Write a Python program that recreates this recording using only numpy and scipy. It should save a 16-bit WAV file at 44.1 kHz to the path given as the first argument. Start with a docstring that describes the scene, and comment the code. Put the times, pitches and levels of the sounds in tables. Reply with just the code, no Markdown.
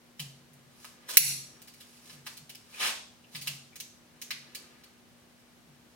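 """Mains hum and room noise lie under it all; then a tug booms while wire clicks and slides in steel jaws.
In a garage, steel wire is clamped and twisted tight with lacing pliers on a brake assembly.
The pliers lock with one hard, ringing snap, and the recorder's limiter ducks after it.
Contacts are bursts of noise, rings are decaying sines, and rubbing is coloured noise with tiny catches.
One broad scuff comes midway; a stereo garage response surrounds the close sounds."""
import sys
import numpy as np
from scipy import signal
from scipy.fft import rfft, irfft
from scipy.io import wavfile

SR = 44100
rng = np.random.default_rng(int(sys.argv[2]) if len(sys.argv) > 2 else 0)


def store_pcm(level_fs):
    """Save levels as 16-bit WAV."""
    pcm = np.round(np.clip(level_fs, -1, 1) * 32767).astype(np.int16)
    wavfile.write(sys.argv[1], SR, np.atleast_2d(pcm).T)


N = 262614

# jaws and wire clicking: t/s, energy level/dB, body/dB, edge/dB, rattle length/s, wire ping f/Hz
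CLICKS = [(0.1951, -7.5, -29, -4.5, 0.009, 3020), (0.534, -31.5, -15, 9, 0.0016, 9550),
          (0.8455, -16.5, 7.5, -1.5, 0.00098, 1257), (1.089, -8, 2, -2, .011, 1500),
          (1.6184, -21, 4, 4.5, .0015, 4520), (1.674, -20.5, -3, -1.5, .017, 4600),
          (1.738, -26, -10, 0, .006, 4460), (1.802, -20, -9, -4, 0.019, 3500),
          (2.0966, -22, -1, -18, 0.004, 5330), (2.265, -9.5, 1.5, -8.5, 0.0078, 1787),
          (2.37, -17, -15, 1.5, 0.0092, 4400), (2.4938, -15.5, -12, -2, 0.0093, 2920),
          (2.549, -18, -24, -2.5, 0.003, 5100), (3.349, -10.5, -16, -14, 0.0053, 2035),
          (3.358, -12, -23, -4, 0.0048, 4500), (3.413, -11, -29, 0.5, 0.017, 4500),
          (3.4723, -1, -14.5, -4, 0.0055, 2820), (3.757, -15.5, -16, -1, 0.0059, 6520),
          (3.801, -9, -34, -1.5, 0.0036, 6490), (4.216, -9.5, -15, -0.5, 0.0084, 6330),
          (4.3063, -3, -11.5, -11.5, 0.0054, 2056), (4.5482, -9, -16.5, -1.5, 0.0071, 4550),
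          (4.837, -24.5, -11.5, -4.5, .006, 4400)]
# the pliers snapping shut: t/s, energy level/dB, body/dB, edge/dB, rattle length/s, ping f/Hz
SNAP = [(1.1706, 25.5, -12.5, 0, 0.0031, 2120)]
EDGES = 25 * 2 ** np.arange(0, 9.6, .5)  # half-octave band edges, Hz


def from_db(db):
    """Decibels to gain."""
    return 10 ** (np.asarray(db) / 20)


def rms_one(x):
    """Scale to rms 1."""
    return x / np.sqrt(np.mean(x ** 2) + 1e-20)


def energy_one(x):
    """Scale to unit energy, averaged over the channels."""
    return rms_one(x) / np.sqrt(x.shape[-1])


def at_hz(points, hz):
    """Read a curve on a log-frequency axis."""
    points = np.array(points)
    return np.interp(np.log(hz), np.log(points[:, 0]), points[:, 1])


def band(x, low_hz, high_hz, order=2):
    """Causal band-pass."""
    sos = signal.butter(order, [low_hz, min(high_hz, .45 * SR)], "band", fs=SR, output="sos")
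    return signal.sosfilt(sos, x + 1e-18)


def ring(clicks, hz, t60):
    """A unit click sets a decaying sine of starting height 1 ringing."""
    radius = from_db(-60 / (t60 * SR))
    turn = 2 * np.pi * hz / SR
    return signal.lfilter([0, np.sin(turn)], [1, -2 * radius * np.cos(turn), radius ** 2], clicks + 1e-18)


def dying(t, t60):
    """Exponential decay by 60 dB in t60 seconds."""
    return np.exp(-np.log(1000) * t / t60)


def diffuse_bands(size):
    """Half-octave bands of stereo noise, alike at both microphones in the bass, unrelated in the treble."""
    # likeness of left and right: f/Hz, correlation
    likeness = [(30, .4), (70, 0.75), (140, 0.36), (380, .55), (700, 0.34), (1400, 0.15), (3000, 0.1),
                (15000, 0)]
    white = rng.standard_normal((2, 2, size))
    for k, (low, high) in enumerate(zip(EDGES, EDGES[1:])):
        mid, side = band(white[k % 2], low, high)
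        hz = np.sqrt(low * high)
        alike = np.clip(at_hz(likeness, hz), -1, 1)
        yield hz, np.sqrt(1 + alike) * mid + np.sqrt(1 - alike) * side * np.array([[1], [-1]])


def background(air_db):
    """Steady room noise and mains hum, a touch louder at the left microphone."""
    # room noise: f/Hz, relative level/dB per Hz
    air_colour = [(15, -64), (25, -32.5), (70, -7), (102, -11.5), (141, -3), (206, -6), (242, -9.5),
                  (270, -6), (416, -13), (641, -12), (775, -15.5), (1890, -17.5), (2220, -27),
                  (2760, -18.5), (16000, -31)]
    # mains hum ahead of the left-right balance: f/Hz, level/dB rms
    hum_tones = [(120, -79.5), (240, -66.5)]
    air = sum(from_db(at_hz(air_colour, hz)) * noise for hz, noise in diffuse_bands(N))
    hum = np.zeros(N)
    for hz, db in hum_tones:
        turns = hz * np.arange(N) / SR + rng.random()
        hum += from_db(db) * np.sqrt(2) * np.sin(2 * np.pi * turns)
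    balance = from_db(np.array([[.5], [-.5]]))
    return (from_db(air_db) * rms_one(air) + hum) * balance


def mounting(rest_hz, stretch, relax_s, swell_s, t60, low_hz, high_hz, loose_db, loose_t60):
    """A tug sets the assembly booming; pitch sinks as tension lets go, and loose parts rumble along."""
    # tugs on the mounting: t/s, level/dB
    tugs = [(0.192, -41), (0.492, -52.5), (1.194, -36), (2.13, -51), (2.4, -52.5), (3.341, -44),
            (3.471, -46), (4.31, -55.5), (5.669, -58)]
    out, t = np.zeros(N + SR), np.arange(SR) / SR
    turns = rest_hz * (t + stretch * relax_s * (1 - np.exp(-t / relax_s)))
    tone = np.sin(2 * np.pi * turns) * dying(t, t60)
    swell = 1 - np.exp(-t / swell_s)
    for s, db in tugs:
        rumble = rms_one(band(rng.standard_normal(SR), low_hz, high_hz))
        loose = from_db(loose_db) * rumble * dying(t, loose_t60)
        at = round(s * SR)
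        out[at:at + SR] += from_db(db) * (tone + loose) * swell
    return out[:N]


def contacts(rows, body_hz, low_hz, high_hz, edge_hz, bass_db, top_db, ping_db, ping_width):
    """Each contact is a short, dense rattle of steel on steel with its own body, edge and ping."""
    out, t = np.zeros(N + SR), np.arange(SR // 10) / SR
    hz = np.maximum(np.fft.rfftfreq(len(t), 1 / SR), 1)
    for s, level_db, body_db, edge_db, length, ping_hz in rows:
        fade = np.exp(-t / max(length, 5e-4))
        rattle = rfft(rng.standard_normal(len(t)) * fade)
        colour = [(60, body_db + bass_db - 10.5), (500, body_db + bass_db), (body_hz, body_db),
                  (low_hz, 0), (high_hz, 0), (edge_hz, edge_db), (16000, edge_db + top_db)]
        # while the jaws touch it the wire is heavily damped, so its ping is a broad hump
        hump = np.exp(-(np.log(hz / ping_hz) / ping_width) ** 2)
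        shape_db = at_hz(colour, hz) + ping_db * hump
        # keep only the phases of the rattle, and give it the wanted spectrum
        force = irfft(rattle / np.abs(rattle) * from_db(shape_db), len(t)) * np.sqrt(fade)
        at = round(s * SR)
        out[at:at + len(t)] += from_db(level_db) * energy_one(force)
    return out[:N]


def pliers(rows, ring_db, damping):
    """The steel rings on after each contact; a gripping hand shortens the ring."""
    # ringing modes of the pliers: f/Hz, relative level/dB, t60/s at damping 1
    modes = [(2832, -20, .15), (3320, -18, .05), (4089, -17, .15), (4292, -17, .1), (4480, -17, .06),
             (5476, -14, .1), (5581, -13, .25), (5680, -11, .05), (5836, -13, .12), (7690, -15, .06),
             (8120, -18, .08), (10136, -6, .06), (10276, -2, .2), (10320, -1, .2), (10420, -6, .04),
             (12510, -12, .04), (14848, -9, .05), (15105, -9, .025), (15338, -9, .02)]
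    blows, out = np.zeros(N), np.zeros(N)
    for s, level_db, *_ in rows:
        blows[round(s * SR)] += from_db(level_db + ring_db)
    for k, (hz, db, t60) in enumerate(modes):
        sense = (-1) ** k  # neighbouring modes swing in opposite sense
        out += sense * from_db(db) * ring(blows, hz, t60 / damping) / np.sqrt(t60)
    return out


def wire(ring_db, t60):
    """Each click leaves the taut wire ringing faintly at its ping."""
    out, t = np.zeros(N + SR), np.arange(SR // 2) / SR
    for s, level_db, *_, ping_hz in CLICKS:
        at = round(s * SR)
        tone = np.sin(2 * np.pi * ping_hz * t) * dying(t, t60)
        out[at:at + len(t)] += from_db(level_db + ring_db) * energy_one(tone)
    return out[:N]


def small_radiator(x, corner_hz):
    """A thin steel tool radiates little bass."""
    return signal.sosfilt(signal.butter(2, corner_hz, "high", fs=SR, output="sos"), x + 1e-18)


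def jaw_clicks():
    """Jaws and wire knock together, and both tool and wire ring on."""
    knocks = contacts(CLICKS, body_hz=1122, low_hz=2050, high_hz=4730, edge_hz=7000,
                      bass_db=-6, top_db=-4, ping_db=5, ping_width=0.1102)
    ringing = pliers(CLICKS, ring_db=-60.0, damping=0.97) + wire(ring_db=-15.5, t60=0.16)
    return small_radiator(knocks + ringing, corner_hz=777)


def friction(gain, colour, grains_per_s, grain_db):
    """Rubbing surfaces: a smooth hiss with tiny catches of uneven size."""
    grains = (rng.random((2, N)) < grains_per_s / SR) * rng.standard_normal((2, N))
    rough = rng.standard_normal((2, N)) + from_db(grain_db) * rms_one(grains)
    hiss = np.zeros(N)
    for k, (low, high) in enumerate(zip(EDGES, EDGES[1:])):
        hiss += from_db(at_hz(colour, np.sqrt(low * high))) * band(rough[k % 2], low, high)
    return gain * rms_one(hiss)


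def stroke(at_s, level_db, build_s, hold_s, stop_s):
    """Gain of one swell of hiss: it builds up by range_db, holds, and falls by as much in stop_s."""
    range_db = 30
    t = np.arange(N) / SR - at_s
    before = np.maximum(-t, 0) / max(build_s, 1e-3)
    after = np.maximum(t - hold_s, 0) / max(stop_s, 1e-3)
    return from_db(level_db - range_db * np.minimum(before + after, 10))


def sliding():
    """A brief soft hiss leads into the first click, then wire drags through the jaws; the strongest rules."""
    # first the soft hiss, then pulls of the wire: t/s at full level, level/dB, build-up/s, hold/s
    swells = [(0.196, -47, .018, .008), (0.845, -54, 0.18, 0.016), (1.092, -36, 0.024, .008),
              (1.11, -40, .03, 0.036), (1.85, -62.5, 0.47, .2), (2.073, -53, 0.12, 0.047),
              (2.268, -46, 0.035, .002), (2.3, -57, .05, 0.027), (2.734, -59, 0.18, 0.044),
              (3.361, -47.5, 0.092, .003), (3.468, -44, .055, 0.0055)]
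    # sliding hiss: f/Hz, relative level/dB per Hz
    slide_colour = [(200, -17), (450, -7.5), (1000, -4), (2000, -2), (4500, 1), (9000, 0), (16000, -11.5)]
    stop_s, rest_db = 0.12, -72.5  # between pulls the wire only grazes
    gain = np.max([stroke(*swell, stop_s) for swell in swells], axis=0) + from_db(rest_db)
    return friction(gain, slide_colour, grains_per_s=400, grain_db=5.0)


def sleeves():
    """Cloth rustles as the arms move; each movement swells and fades in a bell shape."""
    # arm movements: middle t/s, level/dB, half length/s
    reaches = [(1.14, -59, 0.14), (1.35, -62, 0.24), (2.122, -61.5, 0.067), (3.404, -70, 0.14),
               (4.247, -66, 0.13), (4.596, -59.5, .19)]
    # rustling cloth: f/Hz, relative level/dB per Hz
    rustle_colour = [(100, -31), (250, 1), (400, 4), (800, -13.5), (1500, -1.5), (2200, -5), (4000, -11),
                     (16000, -40)]
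    rest_db = -72.5  # the hands are never quite still
    t = np.arange(N) / SR
    power = sum(from_db(db) ** 2 * np.exp(-((t - s) / half_s) ** 2) for s, db, half_s in reaches)
    gain = np.sqrt(power + from_db(rest_db) ** 2)
    return friction(gain, rustle_colour, grains_per_s=140, grain_db=-3.5)


def squeaks():
    """The wire squeaks in the jaws: stick and slip in a narrow resonance."""
    # squeaks: t/s, level/dB, f/Hz, hold/s
    squeak_rows = [(1.127, -48.5, 3230, .03), (2.741, -44.5, 2420, .003), (3.239, -54.5, 2660, 0.0034),
                   (3.725, -57, 2160, 0.0052)]
    build_s, stop_s = 0.0049, .015
    width = .1  # share of the pitch, each way
    slip, out = rng.standard_normal(N), np.zeros(N)
    for s, db, hz, hold_s in squeak_rows:
        tone = rms_one(band(slip, hz * (1 - width), hz * (1 + width)))
        out += stroke(s, db, build_s, hold_s, stop_s) * tone
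    return out


def pliers_snap():
    """The pliers lock with a hard crack and ring in the gripping hand."""
    crack = contacts(SNAP, body_hz=1170, low_hz=2100, high_hz=4500, edge_hz=9000,
                     bass_db=7, top_db=4.5, ping_db=2.0, ping_width=0.14)
    return small_radiator(crack + pliers(SNAP, ring_db=-37.5, damping=2.0), corner_hz=1500)


def low_thump(level_db, fade_s):
    """A short dull low thump under the snap, as when a recorder is overloaded: one decaying pulse."""
    t = np.arange(N) / SR - SNAP[0][0]
    return from_db(level_db) * (t >= 0) * np.exp(-np.abs(t) / fade_s)


def scuff():
    """A broad scrape: a light touch leads into one firm stroke."""
    # scraping: f/Hz, relative level/dB per Hz
    scuff_colour = [(90, -38.5), (170, -13), (380, -6), (680, -2), (1300, 1), (2800, 4), (4500, -0.5),
                    (8000, -4.5), (14000, -13.5), (16000, -17)]
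    at_s, stop_s = 2.8038, 0.12
    touch = stroke(at_s, level_db=-39.5, build_s=0.15, hold_s=0, stop_s=stop_s)
    firm = stroke(at_s, level_db=-28.5, build_s=0.029, hold_s=0.067, stop_s=stop_s)
    return friction(np.maximum(touch, firm), scuff_colour, grains_per_s=780, grain_db=-3)


def garage(x, near_db, near_t60, bench_s, bench_db, bench_t60, tail_db, build_s):
    """Direct sound, scatter off things nearby, an echo off the cluttered bench, then the room's tail."""
    # decay of the garage: f/Hz, t60/s
    garage_t60 = [(150, 0.29), (700, 0.5), (2000, 0.38), (5000, 0.56), (9000, 0.47), (15000, 0.22)]
    right_lag_s = 6e-5  # the right microphone is a little farther away
    t = np.arange(SR) / SR
    scatter = sum(noise for hz, noise in diffuse_bands(SR))
    near = energy_one(scatter * dying(t, near_t60))
    bench_decay = (t >= bench_s) * dying(np.abs(t - bench_s), bench_t60)
    bench = energy_one(scatter[:, ::-1] * bench_decay)
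    tail = sum(noise * dying(t, at_hz(garage_t60, hz)) for hz, noise in diffuse_bands(SR))
    tail = energy_one(tail * (1 - np.exp(-t / build_s)))
    direct = np.sinc((t - np.array([[0], [right_lag_s]])) * SR)
    response = direct + from_db(near_db) * near + from_db(bench_db) * bench + from_db(tail_db) * tail
    return signal.fftconvolve(x[None], energy_one(response), axes=1)[:, :N]


def scene():
    """Tool, wire, sleeves and scuff sound in the garage, over the boom, the low thump and the hum."""
    close = jaw_clicks() + sliding() + sleeves() + squeaks() + pliers_snap() + scuff()
    room = garage(close, near_db=2.5, near_t60=0.1, bench_s=0.0055, bench_db=1.5, bench_t60=0.0096,
                  tail_db=0.0, build_s=.008)
    boom = mounting(rest_hz=136.3, stretch=.33, relax_s=0.023, swell_s=0.014, t60=0.67,
                    low_hz=125, high_hz=177, loose_db=-8.5, loose_t60=0.57)
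    return room + boom + low_thump(level_db=-21, fade_s=0.00039) + background(air_db=-61)


def limiter(x, threshold_db, attack_s, release_db_per_s):
    """The gain drops within milliseconds of a loud peak and climbs back steadily."""
    over = np.maximum(20 * np.log10(np.abs(x).max(axis=0) + 1e-9) - threshold_db, 0)
    climb = release_db_per_s * np.arange(N) / SR
    held = np.maximum.accumulate(over + climb) - climb
    r = np.exp(-1 / (attack_s * SR))
    return x * from_db(-signal.lfilter([1 - r], [1, -r], held))


def record(dry):
    """The recorder limits, clips what peaks remain, and cuts off the top."""
    limited = limiter(dry, threshold_db=-4.0, attack_s=.008, release_db_per_s=112)
    clipped = np.clip(limited, -1, 1)
    low_pass = signal.cheby2(20, 70, 16650, fs=SR, output="sos")  # order, stopband dB, stopband edge Hz
    return signal.sosfilt(low_pass, clipped)


dry = scene()
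out = record(dry)
store_pcm(out)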